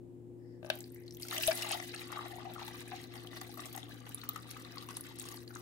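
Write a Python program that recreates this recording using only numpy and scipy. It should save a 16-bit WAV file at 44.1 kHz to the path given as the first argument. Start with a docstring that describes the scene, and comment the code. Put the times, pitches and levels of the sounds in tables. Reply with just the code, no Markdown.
"""Water poured into a plastic jug

Drops rap on the bare base (damped modes), then a stream gurgles, splashes and sprays (swarms of ringing
bubbles over filtered noise). Glugs, sloshes and a big gulp (swelling, dying sines with noise slaps) stand out;
droplets tick and spatter (short pings, noise bursts). The water echoes in the jug and the room (decaying noise
tails). A motor hums (wavering sines) over room air (shaped noise)."""
import sys
import numpy as np
from scipy import signal
from scipy.fft import rfft, irfft
from scipy.io import wavfile
from scipy.ndimage import uniform_filter1d

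SR = 44100
rng = np.random.default_rng(int(sys.argv[2]) if len(sys.argv) > 2 else 0)


def wav_out(sig):
    """Save sig, one row per channel (or a flat mono array), as 16-bit PCM at SR to the path in sys.argv[1]."""
    wavfile.write(sys.argv[1], SR, np.round(np.clip(np.atleast_2d(sig).T, -1, 1) * 32767).astype(np.int16))


N = 247401
TIME = np.arange(N) / SR

# motor partials: (frequency [Hz], level [dB])
HUM_PARTIALS = [(117.8, -55.5), (176.5, -69.5), (249.5, -62.5), (270.3, -71), (294, -69), (414.2, -76)]
# motor's strongest overtone: (time [s], level [dB])
DRONE_LEVEL = [(0.0, -55.5), (2.2, -53.5), (3.5, -57.5), (4.3, -72), (4.62, -62.5), (5.61, -56)]
# room air spectrum: (frequency [Hz], relative level [dB])
AIR_SPECTRUM = [(25, -17), (45, -11), (62, -0.5), (140, -0.5), (170, 3), (200, -4), (260, 8.5), (320, 5),
                (400, -4), (490, -0.5), (600, -14.5), (850, -17.5), (1300, -32), (3000, -37.5), (5800, -44),
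                (7500, -37.5), (15000, -43.5)]
# hiss before the first drops: (centre [Hz], width [Hz], level [dB])
FIRST_HISS_BANDS = [(1840, 310, -77), (5030, 920, -81)]
# stream's large, middling and tiny bubbles: (time [s], gurgle [dB], splash [dB], spray [dB])
POUR_LEVELS = [(0.6, -73, -91, -77), (0.69, -62, -74, -68), (0.72, -64, -63, -68), (0.81, -72, -69, -68),
               (0.88, -84, -76, -74), (1.05, -86, -83, -75), (1.18, -75, -75.5, -69.5),
               (1.23, -74, -66.5, -59.5), (1.275, -66, -65, -64), (1.3, -62, -55, -55),
               (1.33, -57, -49.5, -45), (1.58, -58, -51, -48.5), (1.72, -49.5, -49.5, -56.5),
               (1.785, -61.5, -57.5, -56.5), (1.9, -70, -57, -62), (2.09, -58.5, -57.5, -60.5),
               (2.16, -53.5, -59, -64), (2.24, -57.5, -57.5, -65.5), (2.31, -68, -62, -65),
               (2.46, -58.5, -62, -74), (2.54, -61.5, -63.5, -68), (2.6, -59, -59, -65.5),
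               (2.72, -67.5, -59.5, -63.5), (3.1, -67, -63, -71), (3.65, -65, -64, -65.5),
               (4.0, -62, -63, -67.5), (4.4, -65.5, -65, -68), (4.8, -61, -60.5, -65),
               (5.13, -69.5, -65.5, -66.5), (5.61, -66, -68, -64)]
# stream plunging harder or thinning: (time [s], level relative to the steady pour [dB])
STREAM_SURGES = [(2.93, 2), (3.06, -2), (3.339, 3), (3.62, 5.5), (3.85, -2.5), (3.99, -5.5), (4.47, 1),
                 (4.68, -1.5), (4.99, -1.5), (5.06, 6.5), (5.15, -6), (5.219, 11), (5.31, 3), (5.441, -6.5)]
# favoured pitch of the large bubbles: (time [s], pitch [Hz])
FAVOURED_PITCH = [(1.3, 650), (1.9, 735), (2.17, 1180), (2.31, 710), (2.47, 840), (2.6, 1010), (2.95, 760),
                  (3.8, 910), (4.2, 1280), (5.6, 1110)]
# large bubbles, strength by pitch: (pitch [Hz], level [dB])
GURGLE_SPECTRUM = [(600, 6), (750, 3), (950, -7), (1200, 7.5), (1500, 7.5)]
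# middling bubbles, strength by pitch: (pitch [Hz], level [dB])
SPLASH_SPECTRUM = [(1500, 3.5), (2200, 3), (3000, 2), (4000, 7), (5000, 3)]
# tiny bubbles, strength by pitch: (pitch [Hz], level [dB])
SPRAY_SPECTRUM = [(5000, -5.5), (6800, -13.5), (8500, -5.5), (12000, -9), (15000, -1)]
# resonances of the jug with water in it: (frequency [Hz], width [Hz], level [dB])
JUG_RESONANCES = [(798, 190, 5.5), (1155, 66, 4.5), (1980, 180, 9.5), (3290, 650, 4.5), (3930, 130, 3)]
# drops on the bare base: (time [s], level [dB], crack level relative to the drop [dB])
BASE_RAPS = [(0.6285, -22.5, -37.5), (0.646, -22.5, -33.5), (0.663, -35, -28), (0.675, -50, -14),
             (0.682, -59, -6), (0.7005, -25, 10)]
# modes of the base: (frequency [Hz], level [dB], t60 [s])
BASE_MODES = [(611, -3.5, 0.042), (876, -2, 0.0039), (1090, -16.5, 0.033), (1540, -5, 0.015),
              (2620, -0.5, 0.0069), (1900, -17, 0.0069), (2910, -14, 0.016), (3160, 0.5, 0.0088),
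              (3590, -1, 0.0092), (4340, -3, 0.0066), (5600, -6.5, 0.0038)]
# loudest flung droplets: (time [s], level [dB], pitch [Hz])
DROPLET_TICKS = [(0.754, -31, 13400), (0.788, -34, 12300), (0.805, -31.5, 8060), (0.8286, -40, 13000),
                 (0.8403, -40, 4780), (0.92, -42, 13100), (0.945, -35, 13800), (0.9605, -47, 2100),
                 (1.0792, -40, 4240), (1.1077, -38, 5400), (1.1227, -43, 5540), (1.1472, -40.5, 6200),
                 (1.154, -41, 14100), (1.1685, -34, 13700), (1.17, -46, 3320), (1.1982, -36.5, 10800),
                 (1.201, -45, 3070), (1.2301, -29.5, 4700), (1.2845, -38, 5170), (1.3103, -28, 3830),
                 (1.38, -25.5, 3100), (1.4331, -20.5, 2830), (1.4416, -32, 5600), (1.467, -18, 8500),
                 (1.4737, -12.5, 10270), (1.4765, -23, 3710), (1.4858, -24, 12100), (1.5158, -25.5, 5030),
                 (1.689, -30, 8000), (1.716, -18, 8840), (1.73, -24.5, 4670), (1.8, -32.5, 2110),
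                 (1.893, -38, 4390), (1.9613, -34.5, 4330), (2.016, -37, 2390), (2.1314, -39, 4900),
                 (2.1897, -44, 1690), (2.356, -41.5, 7150), (2.5365, -34, 12300), (2.628, -35, 3670),
                 (2.6797, -36.5, 3680), (2.805, -34.5, 8300), (3.039, -39, 4070), (3.2713, -37.5, 3300),
                 (3.493, -44, 8900), (3.541, -32, 14000), (3.5739, -35, 13300), (3.604, -32, 8000),
                 (3.728, -33.5, 12400), (3.762, -28, 12700), (3.8297, -35.5, 3600), (4.0912, -31.5, 12300),
                 (4.145, -20, 10500), (4.215, -36, 3980), (4.238, -31, 14600), (4.2892, -16, 14700),
                 (4.2916, -35.5, 3900), (4.359, -40, 7300), (4.377, -45, 12000), (4.5063, -33, 10800),
                 (4.648, -38.5, 3960), (4.781, -30, 4560), (4.9507, -42, 5340), (4.9641, -35.5, 4030),
                 (4.9683, -21, 10150), (5.0084, -26, 10100), (5.1862, -29, 9300), (5.1967, -25.5, 8100),
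                 (5.206, -35.5, 3800), (5.339, -35, 13000), (5.371, -38.5, 4460), (5.477, -38, 4500),
                 (5.552, -35, 6650)]
# spray bursts against the wall: (time [s], level [dB])
SPATTER_BURSTS = [(1.222, -37), (1.2505, -43), (1.2835, -33), (1.309, -37), (1.574, -34), (2.128, -50),
                  (2.679, -38.5), (2.806, -47), (3.153, -45), (3.413, -36), (3.574, -46), (3.656, -34.5),
                  (3.728, -44.5), (3.749, -39.5), (3.777, -35), (4.36, -41), (4.511, -34), (4.569, -46),
                  (4.8875, -38.5), (4.907, -38.5), (5.216, -42), (5.253, -39), (5.287, -37)]
# large bubbles pinching off: (time [s], level [dB], pitch [Hz], length [s], slap level [dB])
GLUG_BUBBLES = [(1.25, -47, 1410, .005, -69), (1.325, -35, 1210, 0.0047, -62),
                (1.347, -33, 670, 0.0036, -49), (1.378, -40, 606, 0.026, -68),
                (1.517, -33, 736, 0.0053, -42), (1.602, -47, 750, 0.0073, -55),
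                (1.645, -37, 1156, 0.0064, -44), (1.711, -31, 740, 0.005, -56),
                (1.731, -33, 1210, 0.0059, -59), (1.752, -33.5, 810, 0.0064, -51),
                (1.7975, -35.5, 686, 0.0073, -53), (1.955, -48, 730, 0.0059, -67),
                (2.125, -35, 1230, 0.0029, -47), (2.129, -44, 827, 0.011, -54),
                (2.167, -42, 1220, 0.0091, -59), (2.1892, -30, 1194, 0.0053, -52),
                (2.207, -40, 875, 0.0058, -54), (2.257, -38, 680, 0.011, -49),
                (2.306, -46, 780, 0.016, -72), (2.33, -37, 720, 0.012, -77), (2.359, -40.5, 740, .006, -76),
                (2.384, -36, 790, 0.0041, -61), (2.428, -46, 756, 0.0066, -60),
                (2.45, -35.5, 730, 0.016, -69), (2.4575, -34, 736, 0.022, -76),
                (2.494, -42, 835, 0.0044, -75), (2.561, -36, 1330, 0.0043, -62.5),
                (2.581, -36, 1150, 0.0047, -70), (2.594, -37, 1120, 0.0027, -67),
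                (2.617, -38, 850, 0.0061, -62), (2.678, -42, 860, 0.011, -50),
                (2.708, -49, 780, 0.011, -52), (2.745, -50, 1140, 0.0055, -56),
                (2.808, -55, 1180, 0.0038, -51.5), (2.917, -40, 733, 0.0082, -45),
                (2.928, -37, 730, 0.017, -49), (3.154, -47.5, 773, 0.014, -51),
                (3.247, -48.5, 1210, 0.0036, -59), (3.33, -56, 1190, .005, -51.5),
                (3.4134, -38, 766, 0.0073, -46.5), (3.573, -41, 1250, 0.0041, -56),
                (3.593, -41, 1160, 0.0061, -49), (3.7476, -42, 744, 0.017, -50),
                (3.774, -40, 734, 0.01, -49), (4.066, -52, 800, .007, -50),
                (4.2343, -42, 1280, 0.0055, -48.5), (4.289, -40.5, 1200, 0.011, -57),
                (4.358, -32.5, 1220, 0.0077, -44.5), (4.377, -50, 1220, 0.0039, -68),
                (4.565, -38, 1190, 0.0055, -51.5), (4.771, -41, 1125, 0.0063, -51),
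                (4.887, -39.5, 1060, 0.0044, -56), (4.904, -45, 925, 0.0051, -54),
                (4.968, -48, 900, 0.0056, -53), (5.109, -49, 870, .006, -62), (5.254, -45, 1100, .006, -58),
                (5.281, -58, 1090, 0.0041, -69), (5.34, -46, 890, 0.0063, -74),
                (5.506, -44.5, 1400, 0.0043, -60), (5.559, -34.5, 1340, 0.0022, -56),
                (5.566, -44, 1280, 0.0039, -71)]
# sloshes against the wall: (time [s], level [dB], centre [Hz])
WALL_SLOSHES = [(1.313, -33.5, 1730), (1.363, -26.5, 2650), (1.409, -29.5, 3080), (1.436, -27, 3580),
                (1.477, -25, 3620), (1.51, -24.5, 1910), (1.623, -27, 3570), (1.708, -27.5, 3000),
                (1.722, -24, 3620), (1.939, -34.5, 1960)]

DRONE_HZ, AIR_DB, CUTOFF_HZ = 352.7, -57, 15700
SURGE_RISE_S, SURGE_FALL_S = 0.053, 0.13
CHOP_DB, CHOP_PER_S = 1.56, 51   # the stream breaks into lumps, shaking all bubble sizes together
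# share of the full bubble rate at the hardest splash; dB of rate per dB of splash
CHURN_SHARE, CHURN_FOLLOWS = .94, .45
# fused rush, relative to the separate bubbles
GURGLE_WASH_DB, SPLASH_WASH_DB, SPRAY_WASH_DB = -13, -5, -6.5
# droplets that a rap throws across the base
SCATTER_DB, SCATTER_T60_S, SCATTER_GRAIN_DB = -49, 0.24, 4
# droplet ping: decay scale, soft start as a share of it; its crack
TICK_CYCLES, TICK_START_SHARE, TICK_CRACK_T60_S = 3.17, 0.42, 0.0012
SHEET_PEAK_S, SHEET_DB, SHEET_HZ, SHEET_WIDTH_HZ = 0.98, -67.5, 2020, 470
SHEET_SWELL_DB_PER_S, SHEET_FADE_DB_PER_S = 600, 90
SPATTER_T60_S, SPATTER_GRAIN_DB, SPATTER_LOW_HZ, SPATTER_HIGH_HZ = 0.014, 2.5, 2640, 14700
# share of its length in which a glug builds up; relative pitch rise
GLUG_SWELL_SHARE, GLUG_RISE_PER_S, SLAP_T60_S = 0.3, 2.8, 0.046
SLOSH_SPREAD_OCTAVES, SLOSH_CYCLES, SLOSH_SCATTER_S = 0.293, 26, .006   # pitches, ring, mean delay
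SLOSH_RUSH_DB, SLOSH_T60_S = -4, 0.029
GULP_S, GULP_DB, GULP_HZ, GULP_SWELL_S, GULP_LENGTH_S = 1.4805, -22, 634, .007, .0205
ROOM_T60_S, ROOM_DB, JUG_T60_S, JUG_DB = 0.22, -8.5, 0.02, -1
TICK_JUG_DB = -4.5   # droplets land high on the wall, so the jug echoes them less


def from_db(db):
    """Decibels to amplitude."""
    return 10 ** (np.asarray(db) / 20)


def rms_one(x):
    """Scale to rms 1."""
    return x / np.sqrt(np.mean(x ** 2) + 1e-20)


def in_time(rows):
    """Each column of a curve at every sample."""
    s, *columns = np.transpose(rows)
    return [np.interp(TIME, s, c) for c in columns]


def at_hz(points, hz):
    """A spectrum read on a log-frequency axis."""
    f, db = np.transpose(points)
    return np.interp(np.log(hz + 1e-9), np.log(f), db)


def cut(x, hz, kind, order=2):
    """Butterworth filter."""
    sos = signal.butter(order, min(hz, .45 * SR), kind, fs=SR, output="sos")
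    return signal.sosfilt(sos, x + 1e-18)


def drift(rate):
    """Slow chance with spread 1, rate knots per second."""
    knots = rng.standard_normal(2000)
    return np.interp(TIME * rate, np.arange(len(knots)), knots) * np.sqrt(3 / 2)


def pan(left_db):
    """Channel gains; left exceeds right by left_db."""
    return from_db(np.array([[left_db], [-left_db]]) / 2)


def add(track, s, sound):
    """Mix a short sound into both channels at time s."""
    i = int(np.clip(round(s * SR), 0, N - 1))
    track[:, i:i + sound.shape[-1]] += sound[..., :N - i]


def swell_at(s, rise_s, fall_s):
    """A hump of height 1 that peaks at time s."""
    return np.interp(TIME, [s - rise_s, s, s + fall_s], [0, 1, 0])


def dying(t60, size=4096):
    """Exponential decay."""
    return from_db(-60 * TIME[:size] / max(t60, 1e-4))


def ping(hz, t60, rise=0., size=4096, turn=0., swell=0.):
    """A damped sine building up over swell cycles; rise lifts its pitch, as when a bubble nears the surface."""
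    t = TIME[:size]
    build = 1 - np.exp(-t * hz / (swell + 1e-6))
    cycles = hz * t * (1 + rise * np.minimum(t / t60, 1))
    return np.sin(2 * np.pi * cycles + turn) * build * dying(t60, size)


def crack(t60, low_hz, high_hz):
    """The brief broad burst of water hitting something, partly different at each ear."""
    noise = rng.standard_normal((3, 4096))
    burst = (noise[0] + 1.6 * noise[1:]) * dying(t60)
    burst = cut(cut(burst, low_hz, "high"), high_hz, "low")
    return burst * np.sqrt(t60 * SR / 45 / np.sum(burst.mean(axis=0) ** 2))


def grainy(spread_db):
    """A gain that jumps from droplet to droplet; rms 1."""
    return rms_one(from_db(spread_db * np.repeat(rng.standard_normal(128), 32)))


def places(count, spread_db=0.5, spread_turn=0.66):
    """Ear balance and phase of each spot in the jug: gains and phases (count, 2, 1)."""
    draw = rng.standard_normal((count, 2, 1, 1)) * np.array([[1], [-1]])
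    gain = from_db(spread_db * draw[:, 0] / 2)
    return gain / np.sqrt(np.mean(gain ** 2, axis=1, keepdims=True)), spread_turn * draw[:, 1]


def narrow_hiss(hz, width_hz):
    """Noise in one narrow band; rms 1."""
    slow_noise = cut(rng.standard_normal((2, N)), width_hz / 2, "low")
    return rms_one(slow_noise * np.sin(2 * np.pi * hz * TIME))


def jug_body(x, plain):
    """The jug lifts the bands round its resonances."""
    out = plain * x
    for hz, width_hz, db in JUG_RESONANCES:
        r = np.exp(-np.pi * width_hz / SR)
        zeros = np.array([1, 0, -1]) * (1 - r * r) / 2
        poles = [1, -2 * r * np.cos(2 * np.pi * hz / SR), r * r]
        out = out + from_db(db) * signal.lfilter(zeros, poles, x)
    return out


def motor():
    """A hum whose partials waver a little, with a strong overtone of changing level."""
    hum = 0
    for hz, db in HUM_PARTIALS:
        level = from_db(db + .8 * drift(8))
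        hum = hum + level * np.sin(2 * np.pi * hz * TIME + .45 * drift(5))
    drone_db, = in_time(DRONE_LEVEL)
    drone = from_db(drone_db) * np.sin(2 * np.pi * DRONE_HZ * TIME + 0.19 * drift(3.4))
    return np.sqrt(2) * (pan(10.4) * from_db(-2.5) * hum + pan(5.1) * drone)


def room_air(alike_hz):
    """A dull rush, alike in both ears in the bass and diffuse in the treble."""
    hz = np.fft.rfftfreq(N, 1 / SR)
    mid, side = rfft(rng.standard_normal((2, N))) * from_db(at_hz(AIR_SPECTRUM, hz))
    side = side * np.clip(np.sqrt(hz / alike_hz), 0, 1)
    mid, side = irfft(mid, N), irfft(side, N)
    return from_db(AIR_DB) * pan(0.81) * (mid + side * [[1], [-1]]) / mid.std()


def first_hiss():
    """A faint hiss in narrow noise bands rises and falls as the pour begins."""
    hiss = sum(from_db(db) * narrow_hiss(hz, width_hz) for hz, width_hz, db in FIRST_HISS_BANDS)
    return swell_at(0.524, 0.17, 0.11) * hiss


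def bubbles(spectrum, share, cycles, spread_db, clump_db, count, favoured=None, focus_db=9):
    """A swarm of bubbles born in clumps, each ringing some cycles at its own pitch; steady rms 1."""
    when, pitch, luck, damping, size, sign = rng.random((count, 6)).T
    gain, turn = places(count)
    born = (when * N).astype(int)
    low_hz, high_hz = spectrum[0][0], spectrum[-1][0]
    hz = low_hz * (high_hz / low_hz) ** pitch
    t60 = cycles * 2 ** (2 * damping - 1) / hz
    db = at_hz(spectrum, hz) - spread_db * np.log(size + 0.01)
    if favoured is not None:
        # weaker with each octave from the favoured pitch
        db = db - focus_db * np.abs(np.log2(hz / favoured[born]))
    height = from_db(db) * np.sign(sign - .5) / np.sqrt(t60)
    out = np.zeros((2, N))
    for k in np.flatnonzero(luck < share[born]):
        note = ping(hz[k], t60[k], rise=0.011, size=int(t60[k] * SR) + 2, turn=turn[k], swell=0.53)
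        add(out, born[k] / SR, height[k] * gain[k] * note)
    out *= from_db(clump_db * drift(50))
    power = np.mean(out ** 2, axis=0)
    power = uniform_filter1d(uniform_filter1d(power, size=2600), size=2600)
    return out / np.sqrt(np.abs(power) + 1e-3 * power.mean())


def wash(spectrum, flutter_db):
    """Countless bubbles too small to tell apart fuse into a fluttering rush; rms 1."""
    hz = np.fft.rfftfreq(N, 1 / SR)
    noise = rng.standard_normal((3, N))
    rush = irfft(rfft(noise[0] + 0.51 * noise[1:]) * from_db(at_hz(spectrum, hz)), N)
    rush = cut(cut(rush, spectrum[0][0], "high"), spectrum[-1][0], "low")
    return rms_one(rush * from_db(flutter_db * drift(90)))


def stirred(settle_s, stir_db):
    """Glugs (more when louder) and the gulp drag a cloud of bubbles down: a gain on the gurgle."""
    cloud = swell_at(GULP_S + 0.0049, 0.037, settle_s)
    for s, db, *_ in GLUG_BUBBLES:
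        cloud = cloud + from_db(0.47 * (db + 46.5)) * swell_at(s + 0.0045, 0.018, settle_s)
    return from_db(stir_db * np.minimum(cloud, 1))


def stream():
    """Large, middling and tiny bubbles under the falling stream; a harder splash makes more of them."""
    surge_db = sum(db * swell_at(s, SURGE_RISE_S, SURGE_FALL_S) for s, db in STREAM_SURGES)
    surge_db = surge_db + CHOP_DB * drift(CHOP_PER_S)
    gurgle_db, splash_db, spray_db = in_time(POUR_LEVELS) + surge_db
    share = CHURN_SHARE * from_db(CHURN_FOLLOWS * (splash_db - splash_db.max()))
    favoured, = in_time(FAVOURED_PITCH)
    flowing = np.interp(TIME, [.61, .65], [0, 1])

    gurgle = bubbles(GURGLE_SPECTRUM, share, cycles=24, spread_db=1.2, clump_db=3.5, count=3600,
                     favoured=favoured, focus_db=10.5)
    gurgle = gurgle + from_db(GURGLE_WASH_DB) * wash(GURGLE_SPECTRUM, flutter_db=2)
    gurgle = cut(cut(jug_body(gurgle, plain=0.98), 510, "high", order=4), 3800, "low")
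    gurgle = rms_one(gurgle) * from_db(gurgle_db + 1.5) * stirred(settle_s=0.039, stir_db=4)

    splash = bubbles(SPLASH_SPECTRUM, share, cycles=17, spread_db=3.5, clump_db=2.0, count=9500)
    splash = splash + from_db(SPLASH_WASH_DB) * wash(SPLASH_SPECTRUM, flutter_db=3.5)
    splash = rms_one(cut(jug_body(splash, plain=2.2), 830, "high")) * from_db(splash_db + 3.5)

    spray = bubbles(SPRAY_SPECTRUM, share, cycles=12.3, spread_db=4.5, clump_db=4.0, count=6000)
    spray = spray + from_db(SPRAY_WASH_DB) * wash(SPRAY_SPECTRUM, flutter_db=7.0)
    spray = rms_one(cut(spray, 1800, "high")) * from_db(spray_db + 4.5)
    return flowing * (gurgle + splash + spray)


def raps():
    """Drops strike the dry plastic base, set its modes ringing and scatter into a brief spatter."""
    out = np.zeros((2, N))
    base = sum(from_db(db) * ping(hz, t60) * (-1) ** k for k, (hz, db, t60) in enumerate(BASE_MODES))
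    for s, db, crack_db in BASE_RAPS:
        # a soft drop leaves the high modes quiet
        knock = cut(base, 4500 * from_db(crack_db), "low", order=1)
        impact = from_db(-10.5) * crack(0.0022, 1300, 13000)
        scatter = from_db(SCATTER_DB) * grainy(SCATTER_GRAIN_DB) * crack(SCATTER_T60_S, 2300, 3800)
        add(out, s + 0.00032, from_db(db + 4.0) * (knock + from_db(crack_db) * (impact + scatter)))
    return out


def ticks():
    """Droplets hit with a tiny crack and a short high ping, soft at its start and gone within a few cycles."""
    out = np.zeros((2, N))
    spots = places(len(DROPLET_TICKS), spread_db=2.0, spread_turn=0.3)
    for (s, db, hz), gain, turn in zip(DROPLET_TICKS, *spots):
        cycles = hz * TIME[:4096]
        age = cycles / TICK_CYCLES
        shape = (1 - np.exp(-age / TICK_START_SHARE)) * np.exp(-age ** 2 / 2)
        note = gain * shape / shape.max() * np.sin(2 * np.pi * cycles + turn)
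        add(out, s + 0.0008, from_db(db) * (note + crack(TICK_CRACK_T60_S, 0.6 * hz, 1.9 * hz)))
    return cut(out, 1000, "high")


def sheet():
    """A thin film sizzles across the base, breaking into tiny bubbles of nearly one size: narrow noise."""
    swell_db = SHEET_SWELL_DB_PER_S * (SHEET_PEAK_S - TIME)
    fade_db = SHEET_FADE_DB_PER_S * (TIME - SHEET_PEAK_S)
    return from_db(SHEET_DB - np.maximum(swell_db, fade_db)) * narrow_hiss(SHEET_HZ, SHEET_WIDTH_HZ)


def spatters():
    """A handful of fine droplets lands almost at once: a grainy noise burst."""
    out = np.zeros((2, N))
    for s, db in SPATTER_BURSTS:
        burst = crack(SPATTER_T60_S, SPATTER_LOW_HZ, SPATTER_HIGH_HZ)
        add(out, s, from_db(db) * grainy(SPATTER_GRAIN_DB) * burst)
    return out


def glugs():
    """A slap coloured by the jug; the trapped bubble swells, rings with rising pitch and collapses."""
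    out, t = np.zeros((2, N)), TIME[:4096]
    spots = places(len(GLUG_BUBBLES), spread_db=1.5, spread_turn=.3)
    for (s, db, hz, length, slap_db), gain, turn in zip(GLUG_BUBBLES, *spots):
        shape = (1 - np.exp(-t / (GLUG_SWELL_SHARE * length))) * np.exp(-(t / length) ** 4)
        cycles = hz * t * (1 + GLUG_RISE_PER_S * t / 2)
        note = gain * shape * np.sin(2 * np.pi * cycles + turn)
        slap = jug_body(crack(SLAP_T60_S, 1150, 1230), plain=1.3)
        add(out, s, from_db(db) * note + from_db(slap_db) * slap)
    return cut(out, 606, "high")


def sloshes():
    """A slosh breaks into a short run of ringing bubbles of about one size, over a brief rush."""
    out = np.zeros((2, N))
    for s, db, hz in WALL_SLOSHES:
        add(out, s, from_db(db + SLOSH_RUSH_DB) * crack(SLOSH_T60_S, 0.87 * hz, 1.0 * hz))
        pitches = hz * 2 ** (SLOSH_SPREAD_OCTAVES * rng.standard_normal(size=9))
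        delays = rng.exponential(SLOSH_SCATTER_S, size=9)
        for own_hz, delay, gain, turn in zip(pitches, delays, *places(count=9)):
            note = ping(own_hz, SLOSH_CYCLES / own_hz, rise=0.044, turn=turn, swell=1.8)
            add(out, s + delay, from_db(db - 6) * gain * note)
    return out


def gulp():
    """The stream folds over a big air pocket: it swells into a round plop and thumps the jug softly."""
    t, out = TIME[:4096], np.zeros((2, N))
    shape = (1 - np.exp(-3 * t / GULP_SWELL_S)) * np.exp(-(t / GULP_LENGTH_S) ** 3)
    plop = shape * np.sin(2 * np.pi * GULP_HZ * t * (1 + .8 * t))
    add(out, GULP_S, from_db(GULP_DB) * pan(1) * plop)
    add(out, GULP_S - .006, from_db(-44) * pan(8) * ping(65, .07))
    return out


def echoes(x, t60, low_hz, high_hz, gap, size):
    """Dense dying reflections, different at each ear."""
    tail = rng.standard_normal((2, size)) * dying(t60, size) * (TIME[:size] > gap)
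    tail /= np.sqrt(np.sum(tail ** 2, axis=1, keepdims=True))
    tail = cut(cut(tail, low_hz, "high"), high_hz, "low", order=1)
    return signal.oaconvolve(x, tail, axes=1)[:, :N]


def in_jug(water, echo_db):
    """The sound reaches the left side first and stronger, bounces round the jug, then round the room."""
    left, right = water[0], np.pad(water[1], (8, 0))[:N]   # right 8 samples late
    direct = np.array([from_db(4.5) * left - 0.75 * cut(left, 1370, "high", order=1),
                       from_db(-9.5) * right + 0.22 * cut(right, 1500, "high", order=1)])
    # the heaving surface keeps changing the paths inside the jug
    paths = np.array([drift(14) for _ in range(3)])
    paths /= np.sqrt(np.sum(paths ** 2, axis=0))
    inside = sum(echoes(water * path, JUG_T60_S, 1340, 21200, .0005, size=4096) for path in paths)
    room = echoes(water, ROOM_T60_S, 450, 3300, 0.0084, size=SR // 2)
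    return direct + from_db(echo_db) * pan(0.1) * inside + from_db(ROOM_DB) * room


def scene():
    """Water in the jug over the motor hum and room air."""
    water = first_hiss() + stream() + raps() + sheet() + spatters() + glugs() + sloshes() + gulp()
    return motor() + room_air(alike_hz=1190) + in_jug(water, JUG_DB) + in_jug(ticks(), TICK_JUG_DB)


def record(dry):
    """The top is cut steeply."""
    return signal.sosfilt(signal.ellip(10, .2, 80, CUTOFF_HZ, fs=SR, output="sos"), dry)


dry = scene()
out = record(dry)
wav_out(out)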